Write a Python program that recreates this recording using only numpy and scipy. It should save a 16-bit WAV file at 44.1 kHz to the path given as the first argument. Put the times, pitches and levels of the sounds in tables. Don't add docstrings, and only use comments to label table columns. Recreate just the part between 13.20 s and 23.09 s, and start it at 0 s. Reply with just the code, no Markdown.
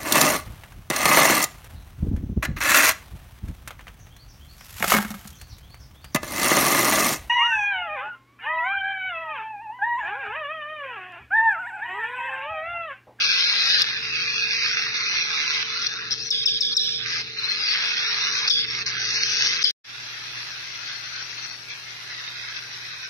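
import sys
import numpy as np
from scipy import signal
from scipy.fft import rfft, irfft, next_fast_len
from scipy.io import wavfile
from scipy.ndimage import uniform_filter1d, map_coordinates

SR = 44100
rng = np.random.default_rng(int(sys.argv[2]) if len(sys.argv) > 2 else 0)


def generate_wav(signal):
    frames = np.transpose(np.atleast_2d(signal))
    scaled = np.clip(frames, -1, 1) * 32767
    pcm = np.round(scaled).astype(np.int16)
    wavfile.write(sys.argv[1], SR, pcm)


def invert_db(x):
    u = np.asarray(x, float) / 20
    return 10 ** u


N = 436149
SECOND_VIEW_S = 6.58
SIDES = np.array([[1], [-1]])


def unit(x):
    return x / np.sqrt(np.mean(np.atleast_2d(x).mean(0) ** 2) + 1e-20)


def along(points, hz):
    f, v = np.transpose(points)
    return np.interp(np.log(hz + 1), np.log(f + 1), v)


def curves(rows, t=None):
    s, *cols = np.transpose(np.vstack(rows))
    t = np.arange(N) / SR if t is None else t
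    return [np.interp(t, s, c) for c in cols]


def wobble(rate):
    knots = rng.standard_normal(int(N * rate / SR) + 4)
    return map_coordinates(knots, [np.arange(N) * rate / SR], order=1)


def filtered(x, response):
    m = next_fast_len(N + 4096)
    return irfft(rfft(x, m) * response(np.fft.rfftfreq(m, 1 / SR)), m)[..., :N]


def ports(x, lead_s, pan_db):
    return filtered(x, lambda f: invert_db(SIDES * pan_db / 2) * np.exp(1j * np.pi * f * lead_s * SIDES))


# (time [s], level [dB])
HUM_SWELL = [
    [(0.0, -73.5), (0.31, -85.5), (0.34, -68), (0.91, -53), (2.23, -62.5), (3.05, -51.5)],
    [(3.65, -56.5), (3.92, -48), (4.67, -71.5), (5.59, -48), (6.41, -54.5), (6.5, -75)],
    [(6.7, -53), (6.98, -59), (7.15, -50), (7.28, -55.5), (9.75, -55.5), (9.89, -63.5)],
]
# (frequency [Hz], density [dB per Hz])
RUMBLE_SPECTRUM = [(15, -41.5), (28, -35), (69, -8.5), (96, -6.5), (124, -0.5), (147, 0), (201, -8.5),
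                   (465, -4), (520, -20), (580, -23), (690, -13), (900, -19), (1170, -29), (1980, -120)]
# (frequency [Hz], level [dB], left-right [dB])
FAN_TONES = [
    (448, -57.5, 4),
    (224.8, -65, 0),
]
MAINS_HZ, DRONE_HZ, DRONE_DB = 120, 70, -78.5
RUMBLE_DB, RUMBLE_FAR_DB, RUMBLE_FOLLOWS = -58, -62.5, 0.24
DUCK_DB, DUCK_S, DUCK_LATE_S = -11, 0.036, 0.0044


def room():
    t = np.arange(N) / SR
    second = t > SECOND_VIEW_S
    duck_db = DUCK_DB * sum(np.exp(-((t - s + DUCK_LATE_S) / DUCK_S) ** 2) for s, *_ in SOLO)
    swell_db, = curves(HUM_SWELL)
    hum_phase = 2 * np.pi * MAINS_HZ * t + .7 * wobble(6)
    hum = invert_db(swell_db + duck_db - 2.5) * np.sqrt(2) * np.sin(hum_phase)

    blades = 0
    for hz, db, pan_db in FAN_TONES:
        level = invert_db(db + 1.9 * wobble(4.0) + pan_db * SIDES)
        blades = blades + level * np.sqrt(2) * np.sin(2 * np.pi * hz * t + 0.1 * wobble(3.9))
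    buzz = invert_db(-66.5) * np.sin(2 * np.pi * 306.8 * t) * second * (t < 8.3)

    mid, side = filtered(rng.standard_normal((2, N)), lambda f: invert_db(along(RUMBLE_SPECTRUM, f)))
    rumble = unit(np.array([mid + 0.2 * side, mid - 0.6 * side]))
    rumble_db = np.where(second, RUMBLE_FAR_DB, RUMBLE_DB)
    rumble_db = rumble_db + RUMBLE_FOLLOWS * (swell_db - swell_db.mean()) + duck_db
    street = rng.standard_normal((2, N)) + 2.9 * mid
    drone = unit(filtered(street, lambda f: f / (30 + f) / (1 + (f / DRONE_HZ) ** 4)))
    drone = invert_db(DRONE_DB) * second * drone
    return drone + hum + blades * (t < SECOND_VIEW_S) + buzz + invert_db(rumble_db + 3.5) * rumble


def flutter(rate, scatter_db, breath, clack):
    wavering_hz = rate * invert_db(1.8 * wobble(4) + .8 * wobble(90))
    beats = np.floor(np.cumsum(wavering_hz / SR))
    slaps = np.diff(beats, prepend=0) * invert_db(scatter_db * rng.standard_normal(N))
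    puffs = signal.lfilter([1], [1, -np.exp(-1 / (.0007 * SR))], slaps)
    air = unit((breath + unit(puffs)) * rng.standard_normal(N))
    return unit(air + clack * unit(slaps))


# (time [s], crop [Hz], windpipe [Hz], beak [Hz], left-right [dB])
MOUTH_RINGS = [(0.0, 2525, 4350, 5050, 3.5), (0.59, 1830, 4080, 4820, 5.5), (0.81, 2550, 3840, 4950, -2.5),
               (1.36, 2340, 4170, 4280, -3), (1.65, 2120, 4220, 5780, 1), (2.47, 2220, 4010, 5420, -5.5),
               (2.76, 1514, 4130, 5660, 5), (3.08, 1930, 4200, 5480, 3.5), (3.14, 2650, 3600, 5060, -6),
               (3.8, 2250, 3920, 4830, -19.5), (3.88, 2240, 4090, 4950, -1.5), (4.8, 1925, 4340, 5180, 0.5),
               (5.4, 2155, 3690, 5220, 0), (5.8, 1950, 4350, 6060, -1.5), (6.5, 1914, 4000, 5290, 4.5),
               (8.32, 1980, 4360, 6200, 17), (9.11, 1965, 3980, 5180, 2.5), (9.89, 1790, 4020, 5500, 4.5)]
SHARP_DB, SHARP_WAVERS_DB = 3.5, 0.5


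def throat(z, spectrum, column, width_hz, ring_db, patchy_db):
    hz, t = np.fft.rfftfreq(512, 1 / SR), np.arange(z.shape[-1]) * 256 / SR
    ring_hz = curves(MOUTH_RINGS, t)[column]
    at = np.minimum(np.int64(t * SR), N - 1)
    peak = invert_db(ring_db + SHARP_DB + SHARP_WAVERS_DB * wobble(2.6)[at])
    ring = peak / (1 + ((hz[:, None] - ring_hz) / width_hz) ** 2) ** 2
    field = uniform_filter1d(rng.standard_normal(z.shape[-2:]), size=16, axis=1)
    streaks = invert_db(patchy_db * np.where(t > SECOND_VIEW_S, .7, 1) * field / field.std())
    gain = invert_db(along(spectrum, hz))[:, None] * (1 + ring) * streaks
    gain /= np.sqrt(np.mean(gain ** 2, axis=0))
    return unit(signal.istft((z * gain).astype(np.complex64), SR, nperseg=512)[1][:, :N])


ATTACK_S, SHRILL_ATTACK_S, RELEASE_S = .012, 0.0062, 0.012


def calls(rows, colour=None, attack_s=ATTACK_S):
    power = np.zeros(N)
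    for row in rows:
        s, end, db, swell_db = row[:4]
        length = end - s
        t = np.arange(round((length + RELEASE_S) * SR)) / SR
        opening = t / attack_s + (s <= 0)
        closing = 1 + (length - t) / RELEASE_S
        edge = np.clip(np.minimum(opening, closing), 0, 1)
        level_db = db + swell_db * (t / length - .5) + (row[colour] if colour else 0)
        span = power[round(max(s, 0) * SR):][:len(t)]
        span += (edge * invert_db(level_db))[:len(span)] ** 2
    return power


# (start [s], end [s], level [dB], swell [dB], chest tone [dB])
DEEP_CALLS = [(0.0, .62, -30.5, -2.5, -3.5), (.615, 1.54, -33.5, 4, -3.5), (1.53, 1.745, -33.5, -4.5, 0.5),
              (1.735, 2.43, -33.5, 2, 2.5), (2.415, 2.67, -37, 5, 1), (2.675, 2.935, -40, -2, 5),
              (2.93, 3.09, -47, -2, -1.5), (3.12, 3.25, -44, 4.5, -5), (3.28, 3.395, -51, 13.5, -0.5),
              (3.48, 3.56, -51, 4.5, 11), (3.67, 3.785, -41, -10.5, -8.5), (3.78, 4.015, -35.5, 2, -1.5),
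              (4.01, 4.17, -43.5, -5.5, -5), (4.16, 4.555, -35.5, 8, -2), (4.545, 5.285, -33.5, -2, 3),
              (5.285, 5.45, -37.5, 16.5, -5), (5.44, 5.62, -37.5, 8.5, -2.5), (5.615, 5.66, -43.5, 0.5, -2),
              (5.655, 6.425, -34.5, 3.5, -3), (6.43, 6.515, -37, -2, -6.5)]
# (start [s], end [s], level [dB], swell [dB], windpipe over beak [dB])
SHRILL_CALLS = [(0.0, .43, -31, -1, 1), (.432, .622, -28.5, 2, -0.6), (.625, .82, -38, -5, 0),
                (.822, .915, -36, 2.5, -6), (.92, 1.5, -33, 5, -7.5), (1.502, 1.735, -35.5, -7, -5),
                (1.737, 2.43, -34.5, 1.5, -2), (2.435, 2.672, -37, 11, -1.5), (2.678, 2.895, -43, -4, -0.5),
                (2.904, 2.937, -29, -3, -5.5), (2.94, 3.085, -41, -5, -6), (3.855, 4.015, -34, 2.5, -9.5),
                (4.02, 4.165, -48.5, 2.5, -8.5), (4.168, 4.545, -37.5, 10.5, -1),
                (4.55, 5.105, -34.5, 3.5, -0.3), (5.108, 5.24, -32, -3.5, -3.5),
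                (5.243, 5.267, -34.5, 1.5, -5), (5.273, 5.284, -21.5, -3, -9.5),
                (5.458, 5.62, -36.5, 3.5, -8), (5.615, 5.64, -49.5, -7.5, -2.5),
                (5.659, 5.667, -26.5, 1, -11.5), (5.672, 5.705, -32.5, -0.5, -11.5),
                (5.707, 5.785, -39.5, -2.5, -3.5), (5.787, 6.3, -30, 6, -8), (6.302, 6.41, -31.5, -8, -2.5),
                (6.412, 6.43, -28, 9.5, -4)]
# (time [s], level [dB])
FAR_CLAMOUR = [(6.6, -46.5), (6.8, -44), (7.1, -43), (7.95, -42.5), (8.4, -48.5), (8.85, -46), (9.2, -44.5),
               (9.89, -46)]
# (start [s], end [s], level [dB], swell [dB])
FAR_BOX_CALLS = [(8.0, 8.05, -54.5, -8), (8.07, 8.112, -55, 7), (8.17, 8.19, -44.5, -4.5),
                 (8.22, 8.257, -49, 8), (8.33, 8.35, -45, -7), (8.49, 8.56, -47, -9.5),
                 (8.89, 8.95, -50, 0), (8.98, 9.01, -47.5, -1.5), (9.03, 9.085, -45, -0.5),
                 (9.16, 9.215, -48, 4), (9.27, 9.33, -48, -12), (9.355, 9.397, -44, -4),
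                 (9.5, 9.547, -49.5, -1), (9.64, 9.687, -45.5, -1.5), (9.82, 9.868, -43, -2.5)]
# (crop [dB], windpipe [dB], beak [dB])
REST_DB = (-54.5, -43.5, -46.5)
# (crop [dB], windpipe [dB], beak [dB])
FAR_COLOUR_DB = (1.56, -1.5, 0)
SQUALL_START_DB = [-24, -26, -26, -25.5, -23, -24.5]
SQUALL_BEAK_DB = [-1.5, 1.5, 0.5, 0, 0.7, 1]
SQUALL_FADE_DB_PER_S = -33.5


def efforts():
    solo = []
    for (s, end, _, _), db, beak_db in zip(SOLO, SQUALL_START_DB, SQUALL_BEAK_DB):
        fade_db = SQUALL_FADE_DB_PER_S * (end - s)
        solo.append((s, end - .012, db + fade_db / 2, fade_db, beak_db))
    crop = calls(DEEP_CALLS)
    pipe = calls(SHRILL_CALLS, 4, SHRILL_ATTACK_S) + calls(solo)
    beak = calls(SHRILL_CALLS, None, SHRILL_ATTACK_S) + calls(solo, 4)
    far = calls(FAR_BOX_CALLS) + invert_db(2 * curves(FAR_CLAMOUR)[0])
    second = np.arange(N) / SR > SECOND_VIEW_S
    return [10 * np.log10(np.where(second, far * invert_db(2 * tone), power + invert_db(2 * rest)))
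            for power, rest, tone in zip([crop, pipe, beak], REST_DB, FAR_COLOUR_DB)]


def chest(crop):
    rest = invert_db(2 * REST_DB[0])
    gain = np.sqrt((calls(DEEP_CALLS, colour=4) + rest) / (calls(DEEP_CALLS) + rest))
    return crop + (gain - 1) * filtered(crop, lambda f: 1 / (1 + (f / 1340) ** 6))


# (frequency [Hz], density [dB per Hz])
CROP_BAND = [(450, -45), (650, -31), (900, -22), (1300, -9), (1680, -3.5), (1830, -10), (2100, -4.5),
             (2290, -8.5), (2600, -1), (2880, -8.5), (3060, -11), (3300, -18), (3700, -60)]
# (frequency [Hz], density [dB per Hz])
PIPE_BAND = [(2750, -34), (3020, -12), (3230, -5.5), (3500, 0), (4100, -3.5), (4500, -13), (4900, -44.5)]
# (frequency [Hz], density [dB per Hz])
BEAK_BAND = [(3800, -31.5), (4400, 1), (5600, -0.5), (6000, -4), (6500, -13.5), (6900, -32.5),
             (7300, -78.5)]
# (frequency [Hz], density [dB per Hz])
SHEEN_BAND = [(6600, -53.5), (7600, -14.5), (8400, -4.5), (9400, 1.5), (10200, -6), (11300, -13.5),
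              (12500, -17.5), (13400, -55.5)]
# (frequency [Hz], density [dB per Hz])
AIR_BAND = [(300, -27), (600, -7), (1000, -5.5), (3000, -11.5), (6500, -11.5), (7250, -16.5), (7600, -16.5),
            (8000, -19), (10200, -19), (11000, -15.5), (13100, -18.5)]
# (time [s], length [s], depth [dB])
THROAT_GASPS = [(2.896, 0.0055, -4), (3.104, 0.0068, -5.5), (3.253, 0.0052, -0.5), (3.395, 0.013, -2.5),
                (3.549, 0.006, -12.5), (5.262, 0.0044, -2), (5.293, 0.003, -4.5), (5.646, .012, -5),
                (6.435, 0.004, -19.5)]


def brood():
    t = np.arange(N) / SR
    near = flutter(rate=190, scatter_db=2.8, breath=1.5, clack=.8)
    wall = near + 0.12 * np.roll(near, round(.00237 * SR))
    others = [flutter(rate=260, scatter_db=2.2, breath=2.2, clack=.5) for port in range(2)]
    hz, frames, z = signal.stft(np.float32([unit(wall), *others]), SR, nperseg=512)

    def wind(near_crowd, lead_s):
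        crowd = np.where(frames > SECOND_VIEW_S, 3, near_crowd)
        lead = np.exp(1j * np.pi * lead_s * np.outer([1, -1], hz))[:, :, None]
        return (lead * z[0] + crowd * z[1:]) / np.hypot(1, crowd)

    low_wind = wind(1.05, .00014)
    high_wind = wind(.95, .000175)
    crop_db, pipe_db, beak_db = efforts()
    side = SIDES / 2
    crop = throat(low_wind, CROP_BAND, column=0, width_hz=420, ring_db=-6.5, patchy_db=3.5)
    crop = invert_db(crop_db - 2.7 * side) * crop
    pipe = throat(high_wind, PIPE_BAND, column=1, width_hz=260, ring_db=-2.0, patchy_db=5)
    pipe = invert_db(pipe_db - 2.7 * side) * pipe
    beak = throat(high_wind, BEAK_BAND, column=2, width_hz=760, ring_db=-10.5, patchy_db=4)
    beak = invert_db(beak_db + 4.86 * side) * beak

    effort = np.sqrt(invert_db(2 * crop_db) + invert_db(2 * pipe_db) + invert_db(2 * beak_db))
    sheen = throat(low_wind, SHEEN_BAND, column=2, width_hz=730, ring_db=-47.0, patchy_db=7)
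    sheen = invert_db(-39.5) * effort * (effort / 0.033) ** 0.29 * sheen
    air = throat(z[1:], AIR_BAND, column=2, width_hz=400, ring_db=-43.5, patchy_db=1.5)
    air = invert_db(-52.5 + 0.22 * wobble(22)) * (t > SECOND_VIEW_S) * air

    solo, on = squall(pipe_db, beak_db)
    voices = (1 - 0.48 * on) * chest(crop) + (1 - .72 * on) * (pipe + beak + sheen) + solo
    shut_db = sum(db * np.exp(-((t - s) / length) ** 4) for s, length, db in THROAT_GASPS)
    waver_db = 1.0 * wobble(25) + 0.9 * (t > 7.8) * wobble(32)
    pan_db = 0.3 * side * curves(MOUTH_RINGS)[3]
    return invert_db(shut_db + waver_db + pan_db) * voices + air


# (start [s], end [s], centre [Hz], half width [Hz])
BAND_HOLLOWS = [(0, .35, 1800, 50), (0.039, .1, 2980, 100), (0.257, .31, 3200, 170), (.44, .5, 3130, 100),
                (0.71, 0.746, 2940, 100), (0.786, 0.918, 2960, 79), (0.826, .93, 3320, 70),
                (1.05, 1.14, 3150, 170), (1.2, 1.31, 3120, 170), (1.38, 1.45, 3300, 150),
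                (1.66, 1.777, 3150, 140), (1.784, 1.85, 2920, 89), (1.865, 1.93, 3250, 170),
                (2.02, 2.43, 1860, 50), (2.1, 2.206, 3080, 150), (2.27, 2.315, 3170, 200),
                (2.48, 2.6, 3220, 110), (2.72, 2.873, 3280, 160), (3.42, 3.5, 4330, 110),
                (3.43, 3.763, 2000, 110), (3.6, 3.68, 4480, 120), (3.62, 3.82, 4650, 60),
                (3.16, 3.23, 4100, 70), (3.28, 3.39, 4460, 60), (4.136, 4.3, 3280, 170),
                (4.314, 4.45, 1800, 60), (4.41, 4.45, 3070, 180), (4.8, 4.9, 3100, 109),
                (5.03, 5.135, 3260, 200), (5.253, 5.289, 3125, 129), (5.32, 5.36, 4250, 130),
                (5.95, 6.066, 3450, 100), (5.591, 5.623, 3250, 150), (5.665, 5.697, 3220, 180),
                (5.83, 6.027, 3140, 131), (6.27, 6.348, 3440, 90), (8.027, 8.14, 3550, 40),
                (8.04, 8.15, 3050, 40), (8.25, 8.33, 2900, 70), (8.3, 8.35, 3380, 60),
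                (8.39, 8.44, 3700, 60), (8.43, 8.48, 3270, 60), (9.22, 9.3, 4470, 40),
                (9.56, 9.64, 4350, 50), (9.56, 9.68, 2650, 45), (8.545, 8.62, 3500, 120),
                (9.1, 9.35, 2930, 70), (9.68, 9.8, 2920, 80)]
HOLLOW_DB = -24


def hollows(hz, t):
    sink = np.zeros((len(hz), len(t)))
    for s, end, centre_hz, width_hz in BAND_HOLLOWS:
        valley = np.exp(-((hz - centre_hz) / width_hz) ** 4)
        presence = np.clip(np.minimum(t - s, end - t) / 0.021 + .5, 0, 1)
        sink += np.outer(valley, presence)
    return np.float32(invert_db(HOLLOW_DB * sink))


# (start [s], end [s], start [Hz], end [Hz], lift [dB])
THROAT_STRANDS = [(0, 0.203, 2460, 2580, 4.5), (0, 0.447, 1580, 1700, 2.5), (0.483, 0.76, 1610, 1650, 4),
                  (0, .62, 4080, 3980, 2.5), (.05, 0.353, 5100, 5100, 5), (.36, .62, 4900, 4970, 5.5),
                  (.91, 1.448, 2610, 2700, 5.5), (1.3, 1.495, 2120, 2060, 2.5),
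                  (1.758, 2.42, 2100, 2120, 2), (1.804, 2.42, 2500, 2400, 1.5),
                  (2.737, 2.887, 1400, 1440, 5), (3.6, 3.72, 3960, 3900, 4.5), (4.2, 4.39, 4020, 4300, 4),
                  (4.404, 4.545, 4980, 5000, 5), (4.453, 4.537, 4800, 4560, 6),
                  (4.567, 5.03, 5500, 5700, 4.5), (5.33, 5.42, 3460, 3465, 2.5),
                  (5.32, 5.45, 4660, 4440, 6), (5.647, 5.825, 1590, 1490, 5), (6.132, 6.266, 1550, 1610, 5),
                  (6.18, 6.31, 3060, 3040, 11), (7.804, 8.02, 1390, 1550, 4), (7.88, 8.12, 3860, 3950, 1),
                  (8.003, 8.058, 5600, 5700, 8), (8.14, 8.375, 4200, 4460, 5.5),
                  (8.223, 8.42, 5770, 5500, 8), (8.48, 8.57, 2320, 2300, 7), (8.665, 8.81, 2000, 1870, 2),
                  (8.886, 9.12, 3920, 3750, 3.5), (8.886, 9.077, 2000, 1940, 4.5),
                  (9.15, 9.27, 3800, 3700, 3), (9.19, 9.4, 1990, 1980, 2), (9.24, 9.46, 1510, 1500, 3.5),
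                  (9.35, 9.4, 4500, 5000, 4), (9.52, 9.55, 5500, 5550, 2), (9.603, 9.804, 4100, 3870, 4),
                  (9.62, 9.893, 2460, 2450, 6), (9.7, 9.89, 1530, 1480, 3.5), (9.824, 9.865, 5870, 5400, 6)]
STRAND_HALF_WIDTH_HZ = 160


def strands(hz, t):
    lift = np.zeros((len(hz), len(t)))
    for s, end, hz0, hz1, db in THROAT_STRANDS:
        live = (t > s - .01) & (t < end + .01)
        centre = hz0 + (hz1 - hz0) * (t[live] - s) / (end - s)
        lift[:, live] += db * np.exp(-((hz[:, None] - centre) / STRAND_HALF_WIDTH_HZ) ** 2)
    return np.float32(invert_db(lift))


def threads(hz, t):
    field = uniform_filter1d(rng.standard_normal((len(hz), len(t))), size=6, axis=1)
    depth_db = 2.0 * (hz > 1000)[:, None]
    mean_power_db = depth_db ** 2 * np.log(10) / 20
    return np.float32(invert_db(depth_db * field / field.std() - mean_power_db))


# (time [s], length [s], start [Hz], peak [dB])
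FALLING_CHIRPS = [(0.619, 0.0036, 5230, -14), (0.62, 0.011, 3960, -19), (2.663, 0.013, 6160, -24.5),
                  (2.664, 0.01, 4690, -21.5), (3.105, 0.013, 5730, -16), (3.113, .016, 3860, -28.5),
                  (3.258, 0.014, 5760, -14), (3.268, 0.026, 3914, -20), (3.408, 0.015, 5670, -15),
                  (3.418, 0.0098, 4410, -28), (3.567, 0.014, 5740, -13.5), (3.577, .012, 4020, -16),
                  (5.297, 0.014, 5820, -16.5), (5.301, 0.014, 3816, -18.5), (6.423, 0.006, 6220, -23),
                  (6.441, .012, 5260, -12.5), (6.451, 0.011, 3540, -16.5), (7.316, 0.011, 5730, -33),
                  (8.246, .01, 5900, -38.5), (9.53, .012, 5900, -36.5), (9.842, 0.011, 6200, -36.5)]
# (time [s], length [s], start [Hz], end [Hz], peak [dB])
GLIDING_PEEPS = [
    (2.914, 0.022, 5020, 5970, -20.5),
    (2.981, 0.073, 4330, 6200, -32),
    (3.047, 0.054, 6020, 5510, -31.5),
    (3.514, 0.049, 3970, 5900, -29),
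    (4.184, 0.022, 4090, 4120, -28.5),
    (4.234, 0.034, 4000, 4140, -28.5),
    (4.283, .03, 4240, 4160, -26.5),
    (4.313, 0.025, 4120, 4210, -26.5),
    (4.4, .05, 4840, 4920, -32),
    (4.47, 0.066, 4590, 4460, -27),
]
SLIDE_OCT_PER_S = 25


def yelps():
    out, hoarse, waver = np.zeros(N), wobble(500), wobble(300)
    slides = [(s, length, hz, hz * 2 ** (-SLIDE_OCT_PER_S * length), db)
              for s, length, hz, db in FALLING_CHIRPS]
    for s, length, hz0, hz1, db in [*slides, *GLIDING_PEEPS]:
        u, at = np.linspace(0, 1, round(length * SR)), round(s * SR)
        rough = min(length / 0.065, 1)
        hz = hz0 + (hz1 - hz0) * u + 80 * rough * waver[at:][:len(u)]
        phase = 2 * np.pi * np.cumsum(hz) / SR
        arch = np.sin(np.pi * u ** (.4 + .5 * rough)) ** 0.54
        swell = invert_db(db + (2.24 + 2.1 * rough) * hoarse[at:][:len(u)]) * arch
        low_overtones = invert_db(-37.5) * np.sin(2 * phase) + invert_db(-36) * np.sin(3 * phase)
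        whistle = np.sin(phase) + invert_db(-40.5) * np.sin(2 * phase) + (hz < 4200) * low_overtones
        out[at:][:len(u)] += swell * whistle
    return ports(out, lead_s=0.00016, pan_db=7.5)


# (time [s], peak [dB])
DRY_SNAPS = [(0.6218, -32), (2.9054, -53.5), (3.105, -42.5), (3.258, -44), (3.4083, -39.5), (3.57, -40.5),
             (3.581, -40.5), (3.6417, -44.5), (5.661, -55), (6.447, -37.5), (6.509, -40), (9.539, -55.5),
             (9.847, -55)]


def snaps():
    out, t = np.zeros(N), np.arange(SR // 100) / SR
    for s, db in DRY_SNAPS:
        out[round(s * SR):][:len(t)] += invert_db(db + 8.5 - 60 * t / 0.0062) * rng.standard_normal(len(t))
    bright = filtered(out, lambda f: (f / 3500) ** 2 / (1 + (f / 3500) ** 2) * (f < 16000))
    return ports(bright, lead_s=.00015, pan_db=2.4)


# (start [s], end [s], start pitch [Hz], end pitch [Hz])
SOLO = [
    (3.113, 3.248, 1739, 1751),
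    (3.27, 3.398, 1765, 1740),
    (3.416, 3.548, 1780, 1767),
    (3.586, 3.858, 1808, 1785),
    (5.303, 5.457, 1740, 1715),
    (6.447, 6.517, 1667, 1677),
]
# (multiple of pitch [-], half width [Hz], level [dB])
SQUALL_PARTIALS = [(0.949, 60, -24), (1.35, 299, -24), (1.68, 200, -16.5), (2, 310.3, -3.5),
                   (2.45, 301, -14.5), (2.8, 229, -3.5), (3.08, 139.6, -6.5), (3.951, 259.6, -33.5),
                   (5.2, 301, -46), (6.05, 220, -41.5)]
# (frequency [Hz], level [dB])
SQUALL_TILT = [(1500, 0), (3500, -4), (5200, 4), (9000, 2.5)]


def squall(low_db, high_db):
    t = np.arange(N) / SR
    on = sum(np.clip(np.minimum(t - start, end - t) / 0.017, 0, 1) for start, end, _, _ in SOLO)
    live, voice = on > 0, np.zeros(N)
    pitch_points = [row for a, b, f0, f1 in SOLO for row in ((a, f0), (b, f1))]
    phase = 2 * np.pi * np.cumsum(curves(pitch_points)[0][live]) / SR
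    for k, width_hz, db in SQUALL_PARTIALS:
        knots = np.arange(len(phase)) * 2 * width_hz / SR
        a, b = (map_coordinates(rng.standard_normal(int(knots[-1]) + 4), [knots]) for part in range(2))
        shake = a * np.cos(k * phase) + b * np.sin(k * phase)
        band_db = high_db if round(k) in (3, 5) else low_db
        voice[live] += invert_db(db + band_db[live]) * unit(shake)

    def ear(f):
        return invert_db(SIDES * along(SQUALL_TILT, f)) * np.exp(1j * np.pi * f * .00012 * SIDES)

    return filtered(on * voice * invert_db(0.47 * wobble(200)), ear), on


def scene():
    return filtered(brood() + yelps() + room(), lambda f: f < 13100) + snaps()


def masked(x, near_db, far_db):
    hz, t, z = signal.stft(np.float32([x[0] + x[1], x[0] - x[1]]), SR, nperseg=1024)
    z *= hollows(hz, t) * strands(hz, t) * threads(hz, t)
    power = np.abs(z) ** 2
    mean_power = power.mean((0, 1))
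    band = uniform_filter1d(uniform_filter1d(power, size=3, axis=1), size=4, axis=2)
    band = band[:, 1::3].repeat(3, axis=1)[:, :len(hz)]
    neighbours = uniform_filter1d(power.sum(0), size=30, axis=0)
    treble_db = np.where(t > SECOND_VIEW_S, far_db + 10.5, far_db)
    treble_floor = mean_power * invert_db(2 * treble_db) * (hz[:, None] > 6800)
    hidden = band < neighbours * invert_db(2 * near_db) + treble_floor
    edge = uniform_filter1d(power, size=8, axis=1)[:, ::8].repeat(8, axis=1)[:, :len(hz)]
    hidden |= (edge < mean_power * invert_db(2 * -13)) & (np.abs(hz[:, None] - 6600) < 400)
    gain = np.where(hidden & (hz[:, None] > 500), np.float32(.012), np.float32(1))
    mid, side = signal.istft(z * gain, SR, nperseg=1024)[1][:, :N]
    return np.array([mid + side, mid - side]) / 2


# (time [s], level [dB])
SCENE_CUT = [
    (6.51, 1),
    (6.512, -18.5),
    (6.54, -70.5),
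    (6.55, -120),
    (6.63, -120),
    (6.645, -12),
    (6.7, -3.5),
    (6.76, -1),
]


def roll_off(x):
    return signal.sosfilt(signal.butter(12, 16000, fs=SR, output="sos"), x)


def record(dry):
    kept = masked(dry, near_db=-10.2, far_db=-30)
    mix = kept * invert_db(curves(SCENE_CUT)[0])
    return roll_off(mix)


dry = scene()
out = record(dry)
generate_wav(out)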